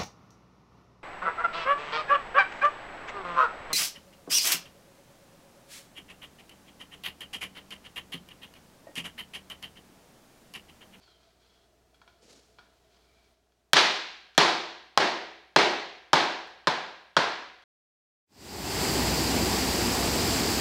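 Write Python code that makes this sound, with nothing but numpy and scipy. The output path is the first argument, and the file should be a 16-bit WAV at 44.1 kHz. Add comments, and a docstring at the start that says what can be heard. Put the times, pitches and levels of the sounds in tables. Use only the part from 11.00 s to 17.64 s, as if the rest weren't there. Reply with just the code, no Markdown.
"""A laminate plank is fitted in the corner of a bare, echoing room, over a faint hum and hiss that sink at 2.33 s.
Hands rub along the boards (shaped noise), the edge squeaks (blurred tones), the joint ticks (small struck modes),
and one short push slides the plank over its underlay, creeping, then giving way. From 2.7 s seven mallet blows
drive it home: each snaps and cracks, rings the plank's modes and fills the room with echo; two seating cracks
follow the first blow. The recorder's limiter ducks the peaks, so the echo swells up just after a crack."""
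import sys
import numpy as np
from scipy import signal
from scipy.fft import rfft, irfft
from scipy.io import wavfile
from scipy.ndimage import minimum_filter1d

SR = 44100
rng = np.random.default_rng(int(sys.argv[2]) if len(sys.argv) > 2 else 0)


def log_audio(samples):
    """Write samples as a 16-bit WAV file to the path given in sys.argv[1]."""
    # one column per channel
    frames = np.atleast_2d(samples).T
    # limit to full scale, then quantise
    limited = np.clip(frames, -1, 1)
    pcm = np.round(limited * 32767).astype(np.int16)
    wavfile.write(sys.argv[1], SR, pcm)


N = 292779
TIME = np.arange(N) / SR
AGE = TIME[:3 * SR // 2]  # time since an impact [s]


def from_db(db):
    """Decibels to amplitude gain."""
    return 10 ** (np.asarray(db) / 20)


def rms_one(x):
    """Scale to unit power."""
    return x / np.sqrt(np.mean(x ** 2) + 1e-20)


def at_hz(points, hz):
    """Interpolate a table on a log-frequency axis."""
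    freqs, values = np.transpose(points)
    return np.interp(np.log(np.maximum(hz, 1)), np.log(freqs), values)


def noise(colour, size):
    """Unit-power noise; only the shape of the colour table matters."""
    hz = np.fft.rfftfreq(size, 1 / SR)
    white = rfft(rng.standard_normal(size))
    return rms_one(irfft(white * from_db(at_hz(colour, hz)), size))


def decay(t60_s):
    """Exponential that falls 60 dB in t60_s."""
    return np.exp(-np.log(1000) * AGE / t60_s)


def ring(modes, scatter_db=1.2):
    """Struck modes of alternating sign; their strengths vary a little from hit to hit."""
    out = np.zeros(len(AGE))
    for k, (hz, db, t60_s) in enumerate(modes):
        strength = from_db(db + scatter_db * rng.standard_normal())
        out += (-1) ** k * strength * decay(t60_s) * np.sin(2 * np.pi * hz * AGE)
    return out


def bell(x, hz, q, db):
    """Lift or lower a band around hz."""
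    return x + (from_db(db) - 1) * signal.lfilter(*signal.iirpeak(hz, q, fs=SR), x)


def brighten(x, hz, db):
    """Treble shelf: a harder contact is brighter."""
    return x + (from_db(db) - 1) * signal.lfilter(*signal.butter(1, hz, "high", fs=SR), x)


def high_pass(x, hz, order):
    """Take the bass away."""
    return signal.sosfilt(signal.butter(order, hz, "high", fs=SR, output="sos"), x)


def band_pass(x, low_hz, high_hz):
    """Keep the band between two frequencies."""
    return signal.sosfilt(signal.butter(2, [low_hz, high_hz], "band", fs=SR, output="sos"), x)


def add(out, at_s, sound):
    """Mix a sound in at time at_s."""
    start = round(at_s * SR)
    out[start:start + len(sound)] += sound[:N - start]


# room tone spectrum: (frequency [Hz], relative level [dB])
AIR_COLOUR = [(25, 13.5), (60, 6), (150, -1.5), (300, -0.5), (430, 5), (530, -7.5), (670, 7.5), (820, -7),
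              (2000, -12), (6000, -15.5), (16000, -26)]
# mains hum: (frequency [Hz], level against the air [dB])
HUM = [(59.7, -3), (119.6, -20.5), (179.5, -20.5)]


def room_tone(air_db=-65, sinks_at_s=2.33, sink_db=5.5, sink_s=0.019, hum_sway_db=-0.5):
    """Soft indoor air with a slightly wavering mains hum; both sink together in one step."""
    hum = sum(np.sqrt(2) * from_db(db) * np.sin(2 * np.pi * hz * TIME) for hz, db in HUM)
    sway = from_db(hum_sway_db * noise([(4, -1), (10, -19.0), (40, -90)], N))
    sunk = np.clip((TIME - sinks_at_s) / sink_s, 0, 1)
    return from_db(air_db - sink_db * sunk) * (noise(AIR_COLOUR, N) + sway * hum)


def stroke(start_s, length_s, db, attack_s=0.017, fade_db_per_s=79.5):
    """Gain over time of one sliding contact: attack, hold, fade."""
    attack = np.clip((TIME - start_s) / attack_s, 0, 1)
    past_end_s = np.maximum(TIME - start_s - length_s, 0)
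    return attack * from_db(db - fade_db_per_s * past_end_s)


# one push over the underlay in two stages, creeping, then giving way: (start [s], length [s], level [dB])
PUSH_STAGES = [(1.21, 0.061, -62.5), (1.284, 0.025, -58)]
# sliding spectrum: (frequency [Hz], relative level [dB])
SLIDE_COLOUR = [(120, -8), (280, 1.5), (480, 4), (700, -7), (1500, -12), (2800, -10), (4500, -5.5),
                (7000, -9.5), (11000, -23), (16000, -40)]
# hands and sleeves along the boards: (start [s], length [s], level before rub_db [dB])
RUBS = [(0, 0.11, -65), (.2, 0.087, -72), (0.391, 0.21, -69.5), (1.07, 0.84, -73.5), (1.902, 0.39, -71)]
# rubbing spectrum: (frequency [Hz], relative level [dB])
RUB_COLOUR = [(530, -38), (900, -4), (1210, -7), (1300, 0.5), (1820, -9.5), (2310, -6), (2820, -8.5),
              (3250, -1), (3650, -6), (4160, -1.5), (5080, -6.5), (8630, -21.5), (15000, -38.5)]


def handling(rub_db=-2, grain_db=1.5):
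    """Friction noise of plank, hands and sleeves, uneven as the surfaces catch."""
    catch = from_db(grain_db * noise([(40, -3.5), (150, -14), (600, -44.5)], N))
    slide = sum(stroke(*stage) for stage in PUSH_STAGES) * noise(SLIDE_COLOUR, N)
    rub = from_db(rub_db) * sum(stroke(*row) for row in RUBS) * noise(RUB_COLOUR, N)
    return catch * (slide + rub)


# board edge slipping: (start [s], length [s], pitch [Hz], glide [Hz/s], level [dB])
SQUEAKS = [(0, 0.12, 4730, -5000, -69), (.06, .1, 3350, -1800, -69.5), (.41, 0.23, 3340, 3, -76),
           (2.02, 0.24, 2320, -48, -77)]


def squeaks(blur_hz=90, extra_fade_db_per_s=100):
    """Thin tones, blurred by uneven stick and slip, mostly sagging; they die faster than the rubbing."""
    out = np.zeros(N)
    blur = signal.butter(2, blur_hz, fs=SR, output="sos")
    for start_s, length_s, hz, glide_hz_per_s, db in SQUEAKS:
        pitch_hz = hz + glide_hz_per_s * np.clip(TIME - start_s, 0, length_s)
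        phase = 2 * np.pi * np.cumsum(pitch_hz) / SR
        a, b = rms_one(signal.sosfilt(blur, rng.standard_normal((2, N))))
        tone = a * np.cos(phase) + b * np.sin(phase)
        fade = from_db(-extra_fade_db_per_s * np.maximum(TIME - start_s - length_s, 0))
        out += stroke(start_s, length_s, db) * fade * tone
    return out


# decay of the room: (frequency [Hz], t60 [s])
ROOM_T60 = [(80, 0.37), (200, 0.6), (500, 0.68), (1000, 0.66), (2500, 0.79), (4000, 0.73), (6000, 0.67),
            (10000, 0.48), (16000, 0.73)]


def diffuse(colour, build_s):
    """Dense reflections: they build up while each band dies at the room's own rate."""
    spectrum = rfft(noise(colour, len(AGE)))
    hz = np.fft.rfftfreq(len(AGE), 1 / SR)
    centres_hz = np.geomspace(80, 16000, 12)
    out = np.zeros(len(AGE))
    for centre_hz in centres_hz:
        weight = at_hz(np.c_[centres_hz, centres_hz == centre_hz], hz)  # overlapping triangles, sum 1
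        out += irfft(spectrum * weight, len(AGE)) * decay(at_hz(ROOM_T60, centre_hz))
    return out * (1 - np.exp(-AGE / build_s))


# splintery contact spectrum, also used by plank(): (frequency [Hz], relative level [dB per Hz])
CRACK = [(300, -2), (800, 3), (1600, 2.5), (2600, -9.5), (3800, 0.5), (5500, -4), (8000, -20),
         (11000, -32.5), (16000, -36)]
# ticks of the joint: (time [s], level [dB], brightness [dB])
TICKS = [(0.077, -54, 0), (0.944, -65, 20.5), (1.016, -46, -13), (1.077, -46.5, -2), (1.586, -42, -17),
         (1.591, -45.5, -7), (1.945, -61, 2), (2.521, -66, 5.5), (3.349, -65.5, 25), (5.474, -59, 22),
         (6.622, -62, 18)]
# ring of the joint: (frequency [Hz], level [dB], t60 [s])
JOINT = [(1000, -5, 0.019), (1333, -9, 0.055), (1450, -7, 0.049), (1700, -15.5, 0.046), (2325, -11, 0.024),
         (3320, -10.5, .04), (3600, -22.5, 0.016), (4260, -8, 0.0067)]


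def joint(grit_db=-13, grit_t60_s=0.088, room_db=-26, linger_db=-19, linger_t60_s=.55):
    """Tongue and groove catch with small gritty ticks; the room carries their pitches on."""
    out = np.zeros(N)
    room = from_db(room_db) * diffuse(CRACK, build_s=.005)
    for at_s, db, bright_db in TICKS:
        grit = from_db(grit_db) * noise(CRACK, len(AGE)) * decay(grit_t60_s)
        tick = ring(JOINT) + grit
        paths = rng.standard_normal(len(AGE)) * decay(linger_t60_s)
        smeared = signal.fftconvolve(tick, paths)[:len(AGE)]
        linger = from_db(linger_db) * rms_one(smeared) * np.std(paths)
        add(out, at_s, from_db(db) * brighten(tick + room + linger, 6000, bright_db))
    return out


# plank on its underlay: (frequency [Hz], level before modes_db [dB], t60 [s])
PLANK = [(146, -16, .1), (184, -17, .09), (335, -16, .07), (410, -17, .06), (528, -18, .06),
         (622, -17, .06), (750, -13, .04), (858, -10, .045), (985, -10, .04), (1045, -11, .05),
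         (1270, -9, .05), (1535, -11, .04), (1685, -10, .04), (1960, -12, .02), (2299, -14, .035),
         (3116, -12, .03), (3418, -11, .03), (4178, -10, .015), (5023, -12, .012)]
# first reflections from the corner: (delay [s], level [dB])
CORNER = [(.0033, -44), (.0076, -6), (.0097, -16)]


def plank(force_db, modes_db=-7, crack_db=-12, crack_t60_s=0.046, contact_s=.0003,
          snap_db=8, hardening_db_per_db=0.23, snap_low_hz=1800, snap_high_hz=5500, radiates_hz=110):
    """Near sound of one impact: snap of the contact, crack and ring of the board, first reflections."""
    crack = from_db(crack_db) * noise(CRACK, len(AGE)) * decay(crack_t60_s)
    sound = from_db(modes_db) * ring(PLANK) + crack
    # the mallet head gives a little, so the force rises smoothly
    sound = sound * (1 - np.exp(-(AGE / contact_s) ** 2))
    # the contact clicks sharply, more sharply the harder it is struck
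    snap = signal.unit_impulse(len(AGE), round(contact_s * SR))
    snap = snap * from_db(snap_db + hardening_db_per_db * force_db)
    sound = sound + band_pass(snap + 1e-18, snap_low_hz, snap_high_hz)
    # a narrow board radiates little deep bass
    sound = high_pass(sound, radiates_hz, order=3)
    # the corner walls throw the upper part straight back
    thrown = high_pass(sound, 860, order=1)
    return sound + sum(from_db(db) * np.interp(AGE - lag_s, AGE, thrown, left=0) for lag_s, db in CORNER)


# tongue cracking into the groove after the first blow: (time [s], force and level [dB])
SEATING = [(2.767, -10), (2.78, -13)]


def seating(bright_db=7, low_hz=450, high_hz=6000):
    """The joint jumps shut and sounds the plank again, thinner than the mallet does."""
    out = np.zeros(N)
    for at_s, db in SEATING:
        thin = band_pass(plank(db), low_hz, high_hz)
        add(out, at_s, from_db(db) * brighten(thin, 1700, bright_db))
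    return out


def add_sizzle(sound, force_db, sizzle_hz=13500, db_per_db=4, neutral_db=-2, sizzle_t60_s=.015):
    """Brief sizzle at the start of a blow, as from overload; it grows faster than the force."""
    sizzle = bell(sound, sizzle_hz, 2.5, db_per_db * (force_db - neutral_db)) - sound
    return sound + sizzle * decay(sizzle_t60_s)


# diffuse echo of a blow: (frequency [Hz], relative level [dB per Hz])
ECHO = [(50, -22), (170, -5.5), (250, -1.5), (350, 3.5), (560, 2.5), (1000, 4), (1170, 1), (1650, 1.5),
        (2600, -1), (4200, 0), (6000, -10.5), (8500, -24.5), (12500, -39.5), (16000, -62.5)]
# standing waves of the room: (frequency [Hz], level before standing_db [dB], t60 [s])
ROOM_MODES = [(79, -11, 1.0), (118, -8, .6), (162, -1, .7), (183, 1, .75), (228, -2, .75), (264, 0, .7),
              (317, 4, .65), (335, 12, .7), (367, 5, .7), (397, 8, .65), (404, 10, .65), (424, 2, .8),
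              (529, 4, .7), (622, 10, .65), (689, 11, .65), (729, 6, .85), (740, 8, .65), (761, 5, .95),
              (859, 16, .5), (984, 10, .55), (1045, 11, .6), (1269, 9, .55), (1539, 5, .8), (1606, 2, 1.0),
              (1650, 3, .9), (1686, 7, .55), (1754, 8, .55), (2299, 9, .5), (3115, 8, .5), (3418, 8, .5)]
# mallet blows: (time [s], strength [dB], thump near 200 Hz [dB], echo boom near 350 Hz [dB],
# knock [Hz], knock [dB], bite [Hz], bite [dB], brightness [dB], room [dB])
BLOWS = [(2.7328, -1, -2, 1, 1000, 2, 2700, 0, 9, -3), (3.3782, 0, -0.5, 3.5, 920, 5.5, 2700, -1.5, 3, -2),
         (3.9751, -1.5, -4, 3.5, 750, 6.5, 1850, 3, -0.5, -3.5),
         (4.5611, -1.5, -1, 5.5, 770, 5, 2030, 3, 0, -0.25),
         (5.1316, -1.5, -1, 1.5, 887, 7, 1700, 1.5, -0.5, -2),
         (5.6714, -4, -2, -6.5, 905, 4.5, 1650, 3, -4, -4.5),
         (6.1664, -3.5, 0, -4, 1000, 5, 1680, 3.5, -2.5, -2.5)]


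def mallet(echo_db=-16, shared_echo=.2, standing_db=-43.5, standing_build_t60_s=.19):
    """Every blow excites the same plank and room, with its own force and hardness."""
    out = np.zeros(N)
    same_paths = diffuse(ECHO, build_s=0.0011)
    for (at_s, db, thump_db, boom_db, knock_hz, knock_db,
         bite_hz, bite_db, bright_db, room_db) in BLOWS:
        # the striking spot shifts a little, so much of the echo is new each time (shared_echo: power share)
        new_paths = diffuse(ECHO, build_s=0.0017)
        echo = np.sqrt(shared_echo) * same_paths + np.sqrt(1 - shared_echo) * new_paths
        # standing waves take a moment to form
        standing = ring(ROOM_MODES) * (1 - decay(standing_build_t60_s))
        room = from_db(echo_db) * echo + from_db(standing_db) * standing
        near = add_sizzle(plank(db), db)
        # the spot and the firmness of the contact colour the blow
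        blow = bell(near, 160, 0.33, thump_db) + from_db(room_db) * bell(room, 355, 3.3, boom_db)
        blow = bell(blow, knock_hz, 1.8, knock_db)
        blow = bell(blow, bite_hz, 3.3, bite_db)
        add(out, at_s, from_db(db) * brighten(blow, 1500, bright_db))
    return out


def scene():
    """One microphone close behind the work."""
    return (room_tone() + handling() + squeaks() + joint() + seating() + mallet())[None]


def limiter(x, threshold_db=-4.5, attack_s=.0007, hold_s=0.018, release_db_per_s=800):
    """Peaks over the threshold pull the gain down; it holds briefly and springs back."""
    over_db = np.maximum(20 * np.log10(np.abs(x) + 1e-9) - threshold_db, 0)
    half = max(1, int(hold_s * SR / 2))
    held_db = -minimum_filter1d(-over_db, 2 * half + 1, origin=half)
    # running maximum on a rising ramp gives a constant release slope
    ramp_db = release_db_per_s * TIME
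    cut_db = np.maximum.accumulate(held_db + ramp_db) - ramp_db
    pole = np.exp(-1 / (attack_s * SR))
    return x * from_db(-signal.lfilter([1 - pole], [1, -pole], cut_db))


def record(dry, ceiling=.68, coupling_hz=70, cutoff_hz=16500):
    """The first swings outrun the limiter and clip; deep bass and the top are cut."""
    clipped = np.clip(limiter(dry[0]), -ceiling, ceiling)
    coupled = high_pass(clipped, coupling_hz, order=2)
    top_cut = signal.ellip(10, .2, 80, cutoff_hz, fs=SR, output="sos")
    return signal.sosfilt(top_cut, coupled)[None]


dry = scene()
out = record(dry)
log_audio(out)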